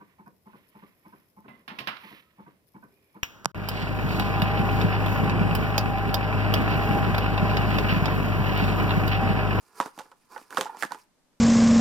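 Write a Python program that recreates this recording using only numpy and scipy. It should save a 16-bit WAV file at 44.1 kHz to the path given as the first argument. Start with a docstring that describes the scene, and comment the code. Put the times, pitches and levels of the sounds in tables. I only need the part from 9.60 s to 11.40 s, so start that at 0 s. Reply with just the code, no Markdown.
"""A short scrape and a sharp plastic knock: a hand rummages through compacts in a plastic basket.
The cases hit each other and the basket; each blow snaps, clicks and rings briefly.
Between knocks they slide: uneven grains excite the same modes and finer grit hisses above them.
The stereo microphone is close by, with the basket a little to its right.
A small room answers over a faint hiss."""
import sys
import numpy as np
from scipy import signal
from scipy.fft import rfft, irfft, next_fast_len
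from scipy.io import wavfile
from scipy.ndimage import uniform_filter1d, map_coordinates

SR = 44100
rng = np.random.default_rng(int(sys.argv[2]) if len(sys.argv) > 2 else 0)


def int16_out(signal):
    """Quantize to a 16-bit WAV file."""
    q = np.round(np.clip(np.atleast_2d(signal).T, -1, 1) * 32767)
    wavfile.write(sys.argv[1], SR, q.astype(np.int16))


N = 79380

# Blows, close up: t/s, level/dB, pitch f/Hz, relative click/dB, relative thud/dB,
# pan/dB (left minus right, before PAN_WEIGHT), snap t60/s, relative ring/dB
KNOCKS = [(.201, 0, 1050, -24.5, -24.5, -3.5, 0.0051, -20),
          (0.2236, -26.5, 1000, -27.5, -27, -0.5, 0.0075, -6),
          (0.259, -24.5, 950, -11.5, -16, -3, 0.0062, -14.5),
          (.265, -23.5, 1420, -50, -38, -5, 0.0037, -28), (0.3772, -30, 870, -17, -11, -3, 0.0085, -17),
          (0.3889, -27, 1560, -7.5, -29, -5, 0.0076, -7.5), (.3955, -39.5, 1240, 1.5, -28, -2, 0.0032, -30),
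          (0.4051, -31, 847, -32, -32, -5, 0.015, -8.5), (.4555, -51.5, 865, -15, -6, -1, 0.013, 2.5),
          (0.5155, -43.5, 1040, -12, -25, -3, 0.013, -4.5), (0.7615, -34.5, 890, -16, -45, -10, 0.025, 0.5),
          (.778, -37, 980, -8.5, -26, 2, 0.0033, -3.5), (0.814, -39.5, 1010, -15.5, -13, -1.5, 0.0064, -25),
          (.906, -34, 1490, -6, -23, -5, 0.0073, -29.5), (0.926, -27, 1460, -17, -25, -4.5, 0.0076, -8.5),
          (.946, -36.5, 980, -4.5, -11, -4.5, 0.0071, -29),
          (0.9718, -7.5, 1147, -16.5, -38, -5.5, 0.0085, -14),
          (.9762, -15, 1493, -23, -31, -12, 0.0078, -22), (.982, -18.5, 560, -10.5, -10, -5, 0.0073, -7.5),
          (1, -34, 404.4, -11, -35, 10, 0.036, -30), (1.0105, -9, 1000, -9.5, -29.5, -5, 0.0046, -19),
          (1.056, -26, 870, -20.5, -49.5, -0.5, 0.015, -22.5),
          (1.063, -30.5, 894, -11.5, -51.5, -7, 0.024, -1),
          (1.094, -36, 892, -24.5, -39.5, -3.5, 0.068, -5), (1.146, -34, 900, -23.5, -33, -4.5, 0.02, -5.5),
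          (1.17, -32, 920, -10.5, -18.5, -5.5, 0.0067, -23),
          (1.208, -44, 1850, -5.5, -25, -21.5, 0.0041, -19.5),
          (1.2244, -6.5, 1660, -21, -30, -6.5, 0.0044, -18),
          (1.2331, -2.5, 1550, -28.5, -32.5, -8, 0.0035, -22),
          (1.25, -24.5, 1710, -11.5, -13, 1, 0.0055, -30), (1.308, -43.5, 1110, -3, -4, -5.5, 0.0095, 8.5),
          (1.3198, -19, 965, -14.5, -23.5, -7.5, 0.0098, -19.5),
          (1.346, -24, 1060, -21, -27, -4, 0.005, -16), (1.73, -65.5, 590, -13, -1, -20, .012, -13.5)]
# Ringing modes of cases and basket: f/Hz, level/dB, t60/s
PLASTIC_MODES = [(527, -4.5, 0.057), (649, -9, 0.034), (870, -6.5, 0.059), (963.6, -5, 0.046),
                 (1040, -2, 0.025), (1198, 2.5, 0.017), (1330, 3, 0.02), (1460, -4.5, 0.028),
                 (1622, -11, 0.024), (1670, -4, 0.014), (1850, -14.5, 0.05), (2360, -12, 0.0065)]
# Low modes of the basket: f/Hz, level/dB, t60/s
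BASKET_MODES = [(202, -7.5, 0.091), (270, 5, 0.026), (303, 4.5, 0.031), (421.6, 2, 0.056)]
# How strongly each band takes a blow's pan at the microphone: f/Hz, factor
PAN_WEIGHT = [(300, 0.032), (700, 0.24), (1300, 1.9), (4000, 0.6), (9000, 1.2), (14000, .8)]

def knocks():
    """Each blow snaps, rings the modes near its pitch, thuds the basket and clicks in the treble."""
    focus_db_per_octave, scatter_db, snap_db = 4.5, 2.5, 8
    chatter_db, chatter_t60 = -18, 0.048
    rise_s, lag_s = 0.00084, 0.00038  # the body answers just after the click
    out = np.zeros((2, N + SR))
    t = np.arange(SR // 5) / SR
    rise = (1 - np.exp(-t / rise_s)) ** 2
    lag = np.exp(-2j * np.pi * lag_s * np.fft.rfftfreq(len(t), 1 / SR))
    for start, level_db, pitch, click_db, thud_db, pan_db, snap_t60, ring_db in KNOCKS:
        octaves_away = np.abs(np.log2(np.array(PLASTIC_MODES)[:, 0] / pitch))
        scatter = scatter_db * rng.standard_normal(len(PLASTIC_MODES) + len(BASKET_MODES))
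        case_scatter, basket_scatter = np.split(scatter, [len(PLASTIC_MODES)])
        ringing = ring(PLASTIC_MODES, ring_db - focus_db_per_octave * octaves_away + case_scatter, t)
        # the contact rattles on and keeps driving the modes
        rattle = (t == 0) + amp(chatter_db - 60 * t / chatter_t60) * rng.standard_normal(len(t))
        ringing = signal.fftconvolve(rise * ringing, rattle)[:len(t)]
        snap = amp(snap_db - 60 * t / snap_t60) * np.sin(2 * np.pi * pitch * t)
        thud = ring(BASKET_MODES, thud_db + basket_scatter, t)
        body = irfft(lag * rfft(ringing + rise * (snap + thud)), len(t))
        blow = amp(level_db) * (body + click(click_db, t))
        onset = round(start * SR)
        out[:, onset:onset + len(t)] += filtered(blow, lambda f: sides(pan_db * along(PAN_WEIGHT, f)))
    return out[:, :N]

def ring(modes, gains_db, t):
    """Struck plastic rings as decaying sines, one per mode."""
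    hz, db, t60 = np.transpose(modes)[:, :, None]
    hz = hz * (1 + 0.01 * rng.standard_normal(hz.shape))  # each case sits differently
    return (amp(db + gains_db[:, None] - 60 * t / t60) * np.sin(2 * np.pi * hz * t)).sum(axis=0)

# Spectrum of a contact click: f/Hz, level/dB
CLICK_SPECTRUM = [(1060, 0), (1800, -7.5), (2800, -3.5), (4490, -8), (8280, -11), (11000, -18.5),
                  (13300, -17), (16000, -39.5)]
# Part of a click that differs between the microphone's two sides: f/Hz, relative amplitude
CLICK_WIDTH = [(1500, .15), (5000, 0.3), (10000, 0.8)]

def click(level_db, t):
    """Hard contact gives a crack of noise, then a fizz of tiny ticks."""
    rise_s, crack_t60, boost_db = 0.00019, 0.0045, 5.5
    fizz_db, fizz_t60, lump_db = -16, 0.11, 4
    shared, side = rng.standard_normal((2, len(t)))
    side = filtered(side, lambda f: along(CLICK_WIDTH, f))
    noise = coloured(np.array([shared + side, shared - side]), CLICK_SPECTRUM)
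    lumps = lump_db * unit(uniform_filter1d(rng.standard_normal(len(t)), size=90))
    fizz = amp(fizz_db - 60 * t / fizz_t60 + lumps)
    crack = amp(-60 * t / crack_t60)
    crack *= np.linalg.norm(crack) / np.linalg.norm(crack * noise.mean(axis=0))  # keeps its strength
    rise = 1 - np.exp(-t / rise_s)
    return amp(level_db + boost_db) * rise * noise * (crack + fizz)

# Course of the sliding in the basket: t/s, rubbing level/dB, grit level/dB
SLIDES = [(0, -71.5, -71.5), (0.139, -62.5, -65), (.19, -49, -51), (.28, -47.5, -58.5), (0.329, -86, -72),
          (0.372, -57.5, -60.5), (0.428, -63.5, -64), (0.551, -68.5, -75), (.59, -79, -76),
          (0.688, -71.5, -68.5), (0.716, -51, -59.5), (0.75, -50, -58), (.81, -59, -59), (0.891, -70, -69),
          (0.914, -47.5, -55), (0.951, -46.5, -48), (1.04, -46.5, -53.5), (1.091, -51, -64),
          (1.181, -52, -61), (1.193, -48, -46.5), (1.226, -56.5, -46), (1.29, -68.5, -64.5),
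          (1.368, -56, -59.5), (1.441, -83.5, -71.5), (1.48, -107, -101)]
# Tone colour laid over the rubbed modes: f/Hz, level/dB
RUB_SPECTRUM = [(88, -54), (150, -15.5), (516, -13), (602, -14), (975, -0.5), (1280, -19.5), (1400, -10.5),
                (2500, -12.5), (3250, -54), (5500, -120)]
# Balance of the sliding at the microphone: f/Hz, left minus right/dB
RUB_PAN = [(200, 1), (1300, -7.5), (5000, -2.5), (15000, -2.5)]

def sliding():
    """Surfaces rub: uneven grains excite the modes, finer grit hisses above them."""
    grains_per_s, spread_db, mode_width_hz = 2200, 9, 100
    times, rub_db, grit_db = np.transpose(SLIDES)
    t = np.arange(N) / SR
    grains = (rng.random(N) < grains_per_s / SR) * amp(spread_db * rng.random(N))
    grains *= np.sign(rng.standard_normal(N))
    modes = [(hz, mode_width_hz, db) for hz, db, _ in BASKET_MODES + PLASTIC_MODES]
    ringing = filtered(grains, lambda f: resonances(modes, f))
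    rub = coloured(ringing, RUB_SPECTRUM) * amp(np.interp(t, times, rub_db))
    hiss = grit(grains, t) * amp(np.interp(t, times, grit_db))
    return filtered(rub + hiss, lambda f: sides(along(RUB_PAN, f)))

# Broad resonances of the grit: f/Hz, width/Hz, level/dB
GRIT_PEAKS = [(2480, 900, 3), (4960, 1100, 5.5), (6790, 4500, -1.5), (9140, 1100, -0.5),
              (13100, 1100, -6.5)]

def grit(grains, t):
    """Fine grit hisses in step with the grains; each resonance swells and fades on its own."""
    grain_depth, stereo_width, wander_db, wander_per_s = 0.7, 0.6, 4, 40
    roughness = 1 + grain_depth * unit(uniform_filter1d(grains ** 4, size=60))
    noise = rng.standard_normal((3, N)) * roughness
    stereo = noise[0] + stereo_width * noise[1:]
    hiss = np.zeros((2, N))
    for peak in GRIT_PEAKS:
        drift = map_coordinates(rng.standard_normal(N // 100), [wander_per_s * t])  # smooth random curve
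        hiss += amp(wander_db * drift) * filtered(stereo, lambda f: resonances([peak], f))
    return unit(hiss)

# Decay of the small room around the basket: f/Hz, t60/s
ROOM_DECAY = [(200, 0.22), (2000, 0.34), (12000, 0.16)]

def room(x):
    """Each frequency of the room's answer dies at its own speed."""
    hz, t, spectrum = signal.stft(rng.standard_normal((2, SR // 2)), SR, nperseg=256)
    decay = amp(-60 * t / along(ROOM_DECAY, hz)[:, None])
    tail = signal.istft(spectrum * decay, SR, nperseg=256)[1]
    delayed = np.pad(x.mean(axis=0), (200, 0))[None]
    return signal.fftconvolve(delayed, tail / np.linalg.norm(tail[0]), axes=1)[:, :N]

# Room tone at the microphone: f/Hz, level/dB
AIR_SPECTRUM = [(20, -2.5), (60, -11), (120, -8.5), (250, -3.5), (450, -9.5), (1000, -13), (2500, -20),
                (5000, -21), (9000, -22.5), (14500, -29), (16000, -42.5)]
# Likeness of the room tone left and right: f/Hz, correlation
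AIR_LIKENESS = [(60, 0.25), (240, 0.48), (950, 0.49), (3770, 0.033), (15000, -0.35)]

def air():
    """Steady hiss and hum of room and microphone."""
    def mid_side_gains(hz):
        angle = np.arccos(along(AIR_LIKENESS, hz)) / 2
        return amp(along(AIR_SPECTRUM, hz)) * [np.cos(angle), np.sin(angle)]
    mid, side = filtered(rng.standard_normal((2, N)), mid_side_gains)
    return np.array([mid + side, mid - side]) / np.std(mid)

def amp(db):
    """Decibels to amplitude."""
    return 10 ** (np.asarray(db) / 20)

def unit(x):
    """x scaled to rms 1."""
    return x / np.sqrt(np.mean(x ** 2) + 1e-20)

def along(points, hz):
    """Interpolates (f/Hz, value) points on a log frequency axis."""
    f, values = np.transpose(points)
    return np.interp(np.log(hz + 1), np.log(f + 1), values)

def filtered(x, response):
    """x through a frequency response."""
    n = x.shape[-1]
    padded = next_fast_len(n + 4096)
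    return irfft(rfft(x, padded) * response(np.fft.rfftfreq(padded, 1 / SR)), padded)[..., :n]

def coloured(x, spectrum):
    """x shaped by (f/Hz, level/dB) points, at rms 1."""
    return unit(filtered(x, lambda hz: amp(along(spectrum, hz))))

def sides(db):
    """Left and right gains for a left-minus-right difference."""
    return amp(np.array([db / 2, -db / 2]))

def resonances(peaks, f):
    """Causal response of (f/Hz, width/Hz, level/dB) resonances, alternating in sign."""
    return sum((-1) ** k * amp(db) * 1j * f * width / (centre ** 2 - f ** 2 + 1j * f * width)
               for k, (centre, width, db) in enumerate(peaks))

def scene():
    """Knocks and sliding close to the microphone; behind them the room's answer and its hiss."""
    low_cut_hz = 130  # small objects radiate no deep bass
    room_db, air_db = -16.5, -71
    hits = filtered(knocks(), lambda f: (1j * f / (low_cut_hz + 1j * f)) ** 3)
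    return hits + sliding() + amp(room_db) * room(hits) + amp(air_db) * air()

def record(dry):
    """The microphone fades in the top treble; nothing passes above the band limit."""
    fade_hz, limit_hz = 15300, 16400
    return filtered(dry, lambda hz: (hz < limit_hz) / (1 + (hz / fade_hz) ** 20))

dry = scene()
out = record(dry)
int16_out(out)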